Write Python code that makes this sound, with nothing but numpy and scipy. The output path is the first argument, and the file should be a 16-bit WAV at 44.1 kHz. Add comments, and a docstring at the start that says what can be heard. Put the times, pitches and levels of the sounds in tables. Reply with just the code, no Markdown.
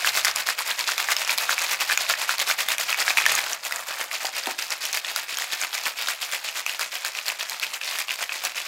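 """At a bar, ice rattles in a metal shaker, first in two hands, then in one, about nine landings a second.
Each landing, at base and cap in turn, is a cloud of small knocks and slosh with a few hard cube hits
that ring the shell. The free hand drags a jigger aside and sets it down on the wooden counter.
Underneath lie steady room air and a low rumble that swells with the arm; a short room tail follows."""
import sys
import numpy as np
from scipy import signal
from scipy.io import wavfile
from scipy.ndimage import uniform_filter1d

SR = 44100
rng = np.random.default_rng(int(sys.argv[2]) if len(sys.argv) > 2 else 0)


def write(x):
    x = np.atleast_2d(x).T
    wavfile.write(sys.argv[1], SR, np.round(np.clip(x, -1, 1) * 32767).astype(np.int16))


N = 382347

# tone of the bar's air: (frequency [Hz], relative level [dB])
AIR_EQ = [(15, -62), (25, -42), (458, -11), (616, -25), (3850, 11), (6240, -26), (15600, -2)]
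# fader ride of the arm rumble: (time [s], level [dB])
RUMBLE_RIDE = [(0, -68), (.25, -62), (.6, -76), (1.1, -70.5), (3.1, -69), (3.3, -55), (3.55, -73),
               (5.7, -78), (8.67, -77.5)]
# ice landing at base and cap in turn: (time [s], attack [s], crest level [dB])
LANDINGS = [(.04,.052,-19.5),(.127,.061,-20),(.239,.045,-21.5),(0.348,.057,-23.5),(.456,.042,-21),(.572,.044,-23.5),
            (.652,.055,-24),(.772,0.027,-23.5),(.862,0.042,-22.5),(0.966,.04,-25),(1.074,.049,-19),(1.161,.059,-25),
            (1.274,.044,-21),(1.371,.053,-23.5),(1.485,0.041,-20.5),(1.567,.076,-23.5),(1.677,.055,-22.5),(1.787,.021,-22.5),
            (1.88,.049,-20),(1.978,.027,-23),(2.077,.024,-18.5),(2.171,.061,-23),(2.274,.044,-22),(2.38,.039,-22.5),
            (2.457,.055,-21.5),(2.574,.026,-21),(2.676,.056,-22),(2.777,0.026,-22.5),(2.868,.027,-23),(2.972,.047,-20),
            (3.052,.056,-22),(3.16,.02,-18.5),(3.25,.11,-23),(3.479,0.027,-26),(3.622,.037,-26),(3.706,.1,-32),
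            (3.859,.032,-27.5),(3.972,.025,-25.5),(4.106,.037,-26),(4.2,.063,-28),(4.325,.046,-27),(4.424,.062,-27.5),
            (4.576,0.013,-27.5),(4.693,.031,-26.5),(4.801,0.042,-28),(4.921,.042,-24.5),(5.028,.061,-29.5),(5.15,.024,-27.5),
            (5.276,.02,-28),(5.363,.062,-28),(5.507,.027,-26.5),(5.591,.045,-27.5),(5.721,.025,-26),(5.833,.041,-25.5),
            (5.96,.054,-27.5),(6.069,.031,-24.5),(6.199,.034,-27),(6.31,0.025,-24.5),(6.436,.013,-23.5),(6.546,.045,-25.5),
            (6.658,.047,-29),(6.787,.027,-25),(6.911,.026,-29),(7.024,.042,-27.5),(7.144,0.026,-30),(7.254,.037,-26),
            (7.382,.02,-30),(7.489,.038,-28.5),(7.608,.028,-29.5),(7.705,.063,-29.5),(7.803,.07,-30.5),(7.961,.036,-26),
            (8.078,.033,-31),(8.182,.046,-27.5),(8.287,.066,-31),(8.422,.019,-26.5),(8.549,.033,-27.5),(8.637,.017,-31)]
# rattle floor between landings: (time [s], level [dB])
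LULLS = [(0, -30), (.5, -40), (.95, -33), (1.9, -33), (2.4, -35.5), (2.78, -38), (2.9, -32), (3.2, -30),
         (3.48, -34), (3.62, -41), (3.72, -37), (4.5, -38.5), (5.5, -36), (6.5, -39), (7.8, -38.5),
         (7.96, -32.5), (8.08, -40), (8.67, -38.5)]
# two hands, then one: (lull lift at base and cut at cap [dB], base dullness [dB], cap dullness [dB])
GRIPS = [(1.5, -1, 1.8), (-2.5, -3, 2)]
# tone of the small knocks and slosh: (frequency [Hz], relative level [dB])
RATTLE_EQ = [(24, -57), (40, -56), (213, -28), (485, -14), (655, -6.5), (800, -6.5), (1570, -3.5),
             (2460, -1), (3000, -4.5), (5070, -5), (5890, -8.5), (7020, -8), (9240, -15), (12800, -15),
             (15600, -19.5)]
# accents, the hardest single cubes: (time [s], ring level [dB], pitch [Hz], tick against ring [dB])
HARD_HITS = [(.0464,-6.5,1670,-28),(.0729,-4,2860,-20),(.1739,-8,2180,-1),(.1933,-12,3530,-14),(.248,-6,1990,1),
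             (.2528,-11,1660,5.5),(.2573,-19,1460,6),(.268,-9,2050,-18),(.2703,-11,1480,-19),(.3129,-12,5070,-4),(.3605,-9.5,5000,2),(.4881,-6,1730,-18),
             (.5895,-11.5,2240,-2),(.6057,-18,1030,-18),(.7081,-11,1710,-16),(.7145,-9.5,3700,-18),(.7923,-14,2080,5),(.8097,-10.5,4400,-21),(.8905,-10,1400,-21),
             (.9803,-11,2430,1.5),(1.0018,-10,2350,-3),(1.0871,-6.5,1740,-14),(1.12,-7.5,2100,-13),(1.166,-8,5200,-4),
             (1.2944,-7,2330,-23),(1.3777,-13.5,5160,2),(1.3836,-11,2470,2.5),(1.4935,-5.5,1470,-19),(1.507,-10,2050,-13),
             (1.513,-12,6800,-13),(1.5257,-16,1380,-14),(1.5804,-9.5,2330,-13),(1.5886,-17,2200,0),(1.7448,-11,2110,-16),(1.8982,-8,1610,-22),(1.91,-9.5,1700,-22),(1.9182,-10,2450,-13),(1.9234,-13,1870,-11),
             (1.9754,-5,2370,0),(2.0982,-8,1370,-10),(2.1385,-7.5,1830,-22),(2.293,-5.5,1510,-10),(2.3829,-16.5,4520,1),(2.3996,-12,2200,3.5),
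             (2.5019,-8,1530,-17),(2.512,-7.5,2350,-16),(2.6864,-11,2030,7),(2.7825,-11.5,2460,1),(2.9278,-7,2540,-8),
             (2.9448,-9,2240,-13),(3.0024,-13,5000,5),(3.0799,-3,1670,-24),(3.0994,-11,3760,-30),(3.1048,-4.5,2430,-18),(3.1727,-1,2340,-10),
             (3.1863,-3.5,2330,-16),(3.2018,-12,1940,-10),(3.2407,-13,2380,-30),(3.2557,-6,2300,-14),(3.2636,-0.5,1830,-5.5),(3.2937,-8.5,2120,-11),
             (3.311,-12,2440,-20),(3.3522,-13.5,5570,8.5),(3.3737,-13,2440,-11),(3.3903,-7,2270,-24),(3.532,-9,6000,-8),
             (3.7102,-17.5,1450,-2),(3.7232,-10.5,2040,-3),(3.7602,-11.5,7170,-10),(4.1136,-14.5,2040,-7),(4.2532,-13.5,4800,-1),
             (4.2685,-16.5,4960,1),(4.3873,-20,4000,-17),(4.4365,-17,4800,-17),(4.4585,-17,3550,-4),(4.5898,-24,2780,-21),(4.6238,-12.5,4900,-11),(4.7053,-14,5700,-1),(4.8537,-20.5,3330,8),(4.9296,-15.5,6460,2.5),(4.9334,-15.5,4150,-8),(4.9728,-12,2220,1),
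             (5.047,-12,3450,-18),(5.099,-21,4520,-12),(5.1616,-14,1440,7),(5.3715,-11.5,6440,-5),(5.386,-20.5,1550,8),(5.4214,-15,1980,-3),
             (5.5227,-15.5,3780,-7),(5.6147,-11,6670,-11),(5.8375,-19,4230,-2),(5.8628,-17,1700,-10),(5.9876,-15,2670,-6),(6.073,-12.5,3700,-7),
             (6.0852,-13.5,1550,3.5),(6.2286,-15.5,2700,-16),(6.3155,-23,6000,7),(6.3237,-20,2930,3),(6.3468,-17,2980,-2),(6.6641,-9.5,2580,-3.5),(6.6943,-13,2740,-17),
             (6.7944,-15,1550,1),(6.81,-25,4560,6),(6.8176,-18,2430,-9),(6.831,-15,2300,-4),(6.9541,-16,3250,-2),(7.0487,-13.5,1620,1.5),(7.1508,-17.5,2550,-3),
             (7.188,-12.5,2760,-15),(7.264,-27,3750,10),(7.2827,-24,1460,15.5),(7.2892,-24,2430,9),(7.3006,-15,2640,-14),(7.409,-12.5,3290,-22),(7.4967,-20,7000,9),
             (7.5982,-23,3570,8),(7.6312,-13,2750,-18),(7.636,-13,2660,-19),(7.7435,-19,2980,-8),(7.8137,-15,2580,-13),(7.8313,-20,2660,-17),(7.987,-20,1870,6),(8.016,-16,2520,-20),
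             (8.0835,-16,2780,-7),(8.0926,-13.5,2780,-20),(8.1077,-9.5,2840,-13),(8.2275,-15,3140,0),(8.2938,-12,2520,-22),
             (8.321,-13.5,2540,-21),(8.4508,-17,4470,6.5),(8.578,-14.5,2680,-17)]
# centre pitch of the softer hits, two hands, then one: (base [Hz], cap [Hz])
SOFT_HIT_PITCHES = [(1700, 2400), (2650, 1900)]
# modes of the metal shell: (frequency [Hz], relative level [dB], decay to -60 dB [s])
SHELL_MODES = [(1620, -29, 0.066), (2330, -25, 0.045), (2545, 13, 0.069), (2550, 9, 0.07),
               (2700, -17, .035), (3770, 10, 0.04), (5000, -8, 0.07), (7000, 19, 0.014)]
# reverb time of the bar: (frequency [Hz], decay to -60 dB [s])
ROOM_DECAY = [(300, 0.38), (1500, 0.25), (5000, 0.072), (14000, 0.14)]
# jigger touching the counter: (time [s], level before the low cut [dB], thud boost [dB])
JIGGER_TOUCHES = [(4.2465, -18, -22), (4.288, -27, -18), (4.472, -10.5, 5.5), (4.478, -22, -7),
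                  (4.489, -17.5, -5)]
# modes of the counter under the jigger: (frequency [Hz], relative level [dB], decay to -60 dB [s])
COUNTER_MODES = [(258, 11, 0.058), (342, 8, 0.03), (420, -5, 0.13), (642, 4, 0.097), (745, 1, 0.077),
                 (771, 12.5, 0.088), (910, 16, 0.044), (1490, -15, .04)]

ONE_HAND_S = 3.42  # the second hand lets go
REGRIP_S, REGRIP_WIDTH_S, REGRIP_DULL_DB = 3.78, 0.37, 9  # the knocks darken while the grip changes


def gain_of(db):
    return 10 ** (np.asarray(db) / 20)


def unit_rms(x):
    return x / np.sqrt(np.mean(x ** 2) + 1e-20)


def unit_peak(x):
    return x / abs(x).max()


def curve_at(points, hz):
    """Read a curve along a log frequency axis."""
    frequency, value = np.transpose(points)
    return np.interp(np.log(hz + 1), np.log(frequency + 1), value)


def place(mix, start_s, sound):
    part = mix[max(round(start_s * SR), 0):][:len(sound)]
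    part += sound[:len(part)]


def low_cut(x, hz):
    """Small bodies radiate little below hz."""
    return signal.sosfilt(signal.butter(3, hz, "high", fs=SR, output="sos"), x)


def equalise(x, points, size=4096):
    """Minimum-phase EQ through (frequency [Hz], gain [dB]) points."""
    log_gain = np.log(gain_of(curve_at(points, abs(np.fft.fftfreq(size, 1 / SR)))))
    spectrum = np.exp(np.conj(signal.hilbert(log_gain)))
    return signal.oaconvolve(x, np.fft.ifft(spectrum).real[:size // 2])[:N]


def ring(hz, t60, size=600):
    """A struck mode: a dying sine."""
    t = np.arange(size) / SR
    return gain_of(-60 * t / t60) * np.sin(2 * np.pi * hz * t)


def bar_air():
    """Room tone: a faint, steady bed of noise."""
    return gain_of(-67.5) * unit_rms(equalise(rng.standard_normal(N), AIR_EQ))


def arm_rumble():
    """Dark noise that swells with the arm movement."""
    band = signal.butter(2, [45, 190], "band", fs=SR, output="sos")
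    dark = signal.sosfilt(band, rng.standard_normal(N))
    level_db = np.interp(np.arange(N) / SR, *np.transpose(RUMBLE_RIDE))
    return gain_of(level_db) * unit_rms(dark)


def shake_envelopes():
    """Level and dullness of the rattle: a jump as the ice lands, a crest, a fall into the next lull."""
    start, attack, crest_db = np.transpose(LANDINGS)
    at_base = np.arange(len(start)) % 2 == 0
    shift_db, base_db, cap_db = np.array(GRIPS)[(start > ONE_HAND_S).astype(int)].T
    lull_db = np.interp(start, *np.transpose(LULLS)) + np.where(at_base, shift_db, -shift_db)
    jump_db = np.maximum(crest_db - 4.5, lull_db)
    regrip = np.exp(-((start - REGRIP_S) / REGRIP_WIDTH_S) ** 2)
    dull_db = np.where(at_base, base_db, cap_db) + REGRIP_DULL_DB * regrip
    times = np.stack([start - .014, start, start + 0.013, start + attack], axis=1).ravel()
    levels = np.stack([lull_db, lull_db, jump_db, crest_db], axis=1).ravel()
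    order = np.argsort(times)
    t = np.arange(N) / SR
    level_db = np.interp(t, np.r_[times[order], N / SR + .04], np.r_[levels[order], -38])
    return level_db, np.interp(t, start + attack, dull_db)


def punch(level_db):
    """How far the level stands above its quarter-second average, in dB."""
    return level_db - uniform_filter1d(level_db, SR // 4)


def knock_cloud(per_s, spread_db, lo_hz, hi_hz, cycles, pitches):
    """Random knocks, mostly small, each dying away over the given number of cycles."""
    strikes = gain_of(spread_db * np.minimum(rng.exponential(1, N), 2.8)) * rng.choice([-1, 1], N)
    strikes *= rng.random(N) < per_s / SR
    voice = rng.integers(0, pitches, N)
    knocks = (signal.oaconvolve(strikes * (voice == k), ring(hz, cycles / hz) * hz)[:N]
              for k, hz in enumerate(np.geomspace(lo_hz, hi_hz, pitches)))
    return unit_rms(sum(knocks))


def tumble(per_s):
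    """Cubes tumble in bunches: a level flutter of sudden starts and quick fades, with unit spread."""
    starts = rng.exponential(1, N) * (rng.random(N) < per_s / SR)
    fading = signal.lfilter([1], [1, -np.exp(-1 / (0.0025 * SR))], starts)
    bunches = np.log(0.42 + fading)
    return unit_rms(bunches - bunches.mean())


def ice_rattle():
    """Dull knocks, bright ticks and the slosh of the drink, all riding the force of the stroke."""
    level_db, dull_db = shake_envelopes()
    punch_db = punch(level_db)
    dull = knock_cloud(per_s=900, spread_db=3.0, lo_hz=535, hi_hz=1953, cycles=13, pitches=16)
    bright = knock_cloud(per_s=1600, spread_db=3.5, lo_hz=2050, hi_hz=6450, cycles=10.5, pitches=10)
    crisp = knock_cloud(per_s=1200, spread_db=3.5, lo_hz=6300, hi_hz=14600, cycles=7.9, pitches=8)
    slosh = rng.standard_normal(N)
    mix = gain_of(-6.5 + 0.62 * dull_db) * dull + gain_of(0.5 - 0.4 * dull_db) * bright
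    mix += gain_of(-1.5 + 0.15 * punch_db) * crisp  # harder landings are crisper
    mix += gain_of(-12.5 + 0.19 * punch_db) * slosh
    # flatten the overall spectrum, then dial in the rattle's tone
    hz, power = signal.welch(mix, SR, nperseg=256)
    flat = equalise(mix, np.transpose([hz[1:], -10 * np.log10(power[1:])]))
    body = equalise(flat, RATTLE_EQ)
    flutter = gain_of(1.85 * tumble(per_s=150))
    return low_cut(gain_of(level_db) * unit_rms(flutter * body), 163)


def soft_hits(count=80, spread_octaves=.16):
    """Chance fill between the accents, in rows like HARD_HITS; most fall near a landing's crest."""
    level_db, _ = shake_envelopes()
    odds = np.cumsum(gain_of(2 * punch(level_db)))
    when, strength, tick = rng.random((count, 3)).T
    sample = np.searchsorted(odds / odds[-1], (np.arange(count) + when) / count).clip(0, N - 1)
    start = sample / SR
    landing = np.maximum(np.searchsorted(np.transpose(LANDINGS)[0], start) - 1, 0)
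    centre_hz = np.array(SOFT_HIT_PITCHES)[(start > ONE_HAND_S).astype(int), landing % 2]
    hz = centre_hz * 2 ** (spread_octaves * rng.standard_normal(count))
    ring_db = level_db[sample] + 7.5 + 5.5 * (strength - .5)
    tick_db = -11 + 13 * tick
    return np.transpose([start, ring_db, hz, tick_db])


def cube_hits():
    """Single cubes strike: two close rings, a weaker stray ring, and a bright crack with an overtone."""
    hits = np.r_[HARD_HITS, soft_hits()]
    out, draws = np.zeros(N), rng.random((len(hits), 4))
    t = np.arange(600) / SR
    cracks = low_cut(rng.standard_normal((len(hits), 600)), 3000) * gain_of(-60 * t / 0.0047)
    cracks = signal.lfilter([1], [1, -.35], cracks)  # ice dulls the very top
    snap = ring(4800, t60=0.0015)  # the dry first touch
    contact = 1 - np.exp(-t / 0.000067)  # ice gives a little, so the rings swell in
    for (start, db, hz, tick_db), (side, detune, low, high), crack in zip(hits, draws, cracks):
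        t60 = .006 + 12 / hz  # low, hollow knocks last a little longer
        pair = ring(hz, t60) + .5 * ring(hz * (0.836 + 0.41 * detune), t60)
        stray = ring(1100 * 3.24 ** low, t60=0.0082)
        overtone = ring(3200 * 2.335 ** high, t60=0.011)
        body = unit_peak(contact * (pair + 0.58 * stray))
        tick = unit_peak(crack) + 0.34 * snap + 0.48 * overtone
        place(out, start, np.sign(side - .5) * gain_of(db) * (body + gain_of(tick_db) * tick))
    return low_cut(out, 760)


def shell_ring(knocks):
    """The hand-damped metal rings on after each knock."""
    modes = sum(gain_of(db) * ring(hz, t60, size=4000) for hz, db, t60 in SHELL_MODES)
    return low_cut(signal.oaconvolve(knocks, modes / np.linalg.norm(modes))[:N], 1700)


def room_tail(direct):
    """Noise tails, each band dying at its own speed; the moving shaker feeds three of them in turn."""
    out, predelay = np.zeros(N), np.zeros(round(.002 * SR))
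    turn = 2 * np.pi * 1.3 * np.arange(N) / SR
    for k in range(3):
        hz, t, bands = signal.stft(rng.standard_normal(SR // 2), SR, nperseg=256)
        decay = gain_of(-60 * t / curve_at(ROOM_DECAY, hz)[:, None])
        _, tail = signal.istft(bands * decay, SR, nperseg=256)
        send = np.sqrt(2 / 3) * np.cos(turn + k * np.pi / 3)
        out += signal.fftconvolve(direct * send, np.r_[predelay, tail / np.linalg.norm(tail)])[:N]
    return out


def jigger():
    """A small metal foot knocks on the wooden counter; the modes under 500 Hz carry the thud."""
    out = np.zeros(N)
    for start, db, thud_db in JIGGER_TOUCHES:
        knock = sum(gain_of(mode_db + thud_db * (hz < 500)) * ring(hz, t60, size=6000)
                    for hz, mode_db, t60 in COUNTER_MODES)
        place(out, start, gain_of(db) * unit_peak(knock))
    for _ in range(3):  # stacked for a steep slope
        out = low_cut(out, 274)
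    return out


def scene():
    """Mono mix: shaker and jigger up front, a little room, air and rumble underneath."""
    rattle, hits = ice_rattle(), cube_hits()
    shell = gain_of(-31.5) * shell_ring(rattle) + gain_of(-26) * shell_ring(hits)
    direct = rattle + hits + shell + jigger()
    return (direct + gain_of(-12.5) * room_tail(direct) + bar_air() + arm_rumble())[None]


def record(dry):
    """Master chain: a soft clip rounds the loudest peaks, then a steep high cut trims the very top."""
    rounded = 1.05 * np.tanh(dry / 1.05)
    high_cut = signal.firwin(255, 15850, window=("kaiser", 10), fs=SR)
    return signal.oaconvolve(rounded, high_cut[None], "same")


dry = scene()
out = record(dry)
write(out)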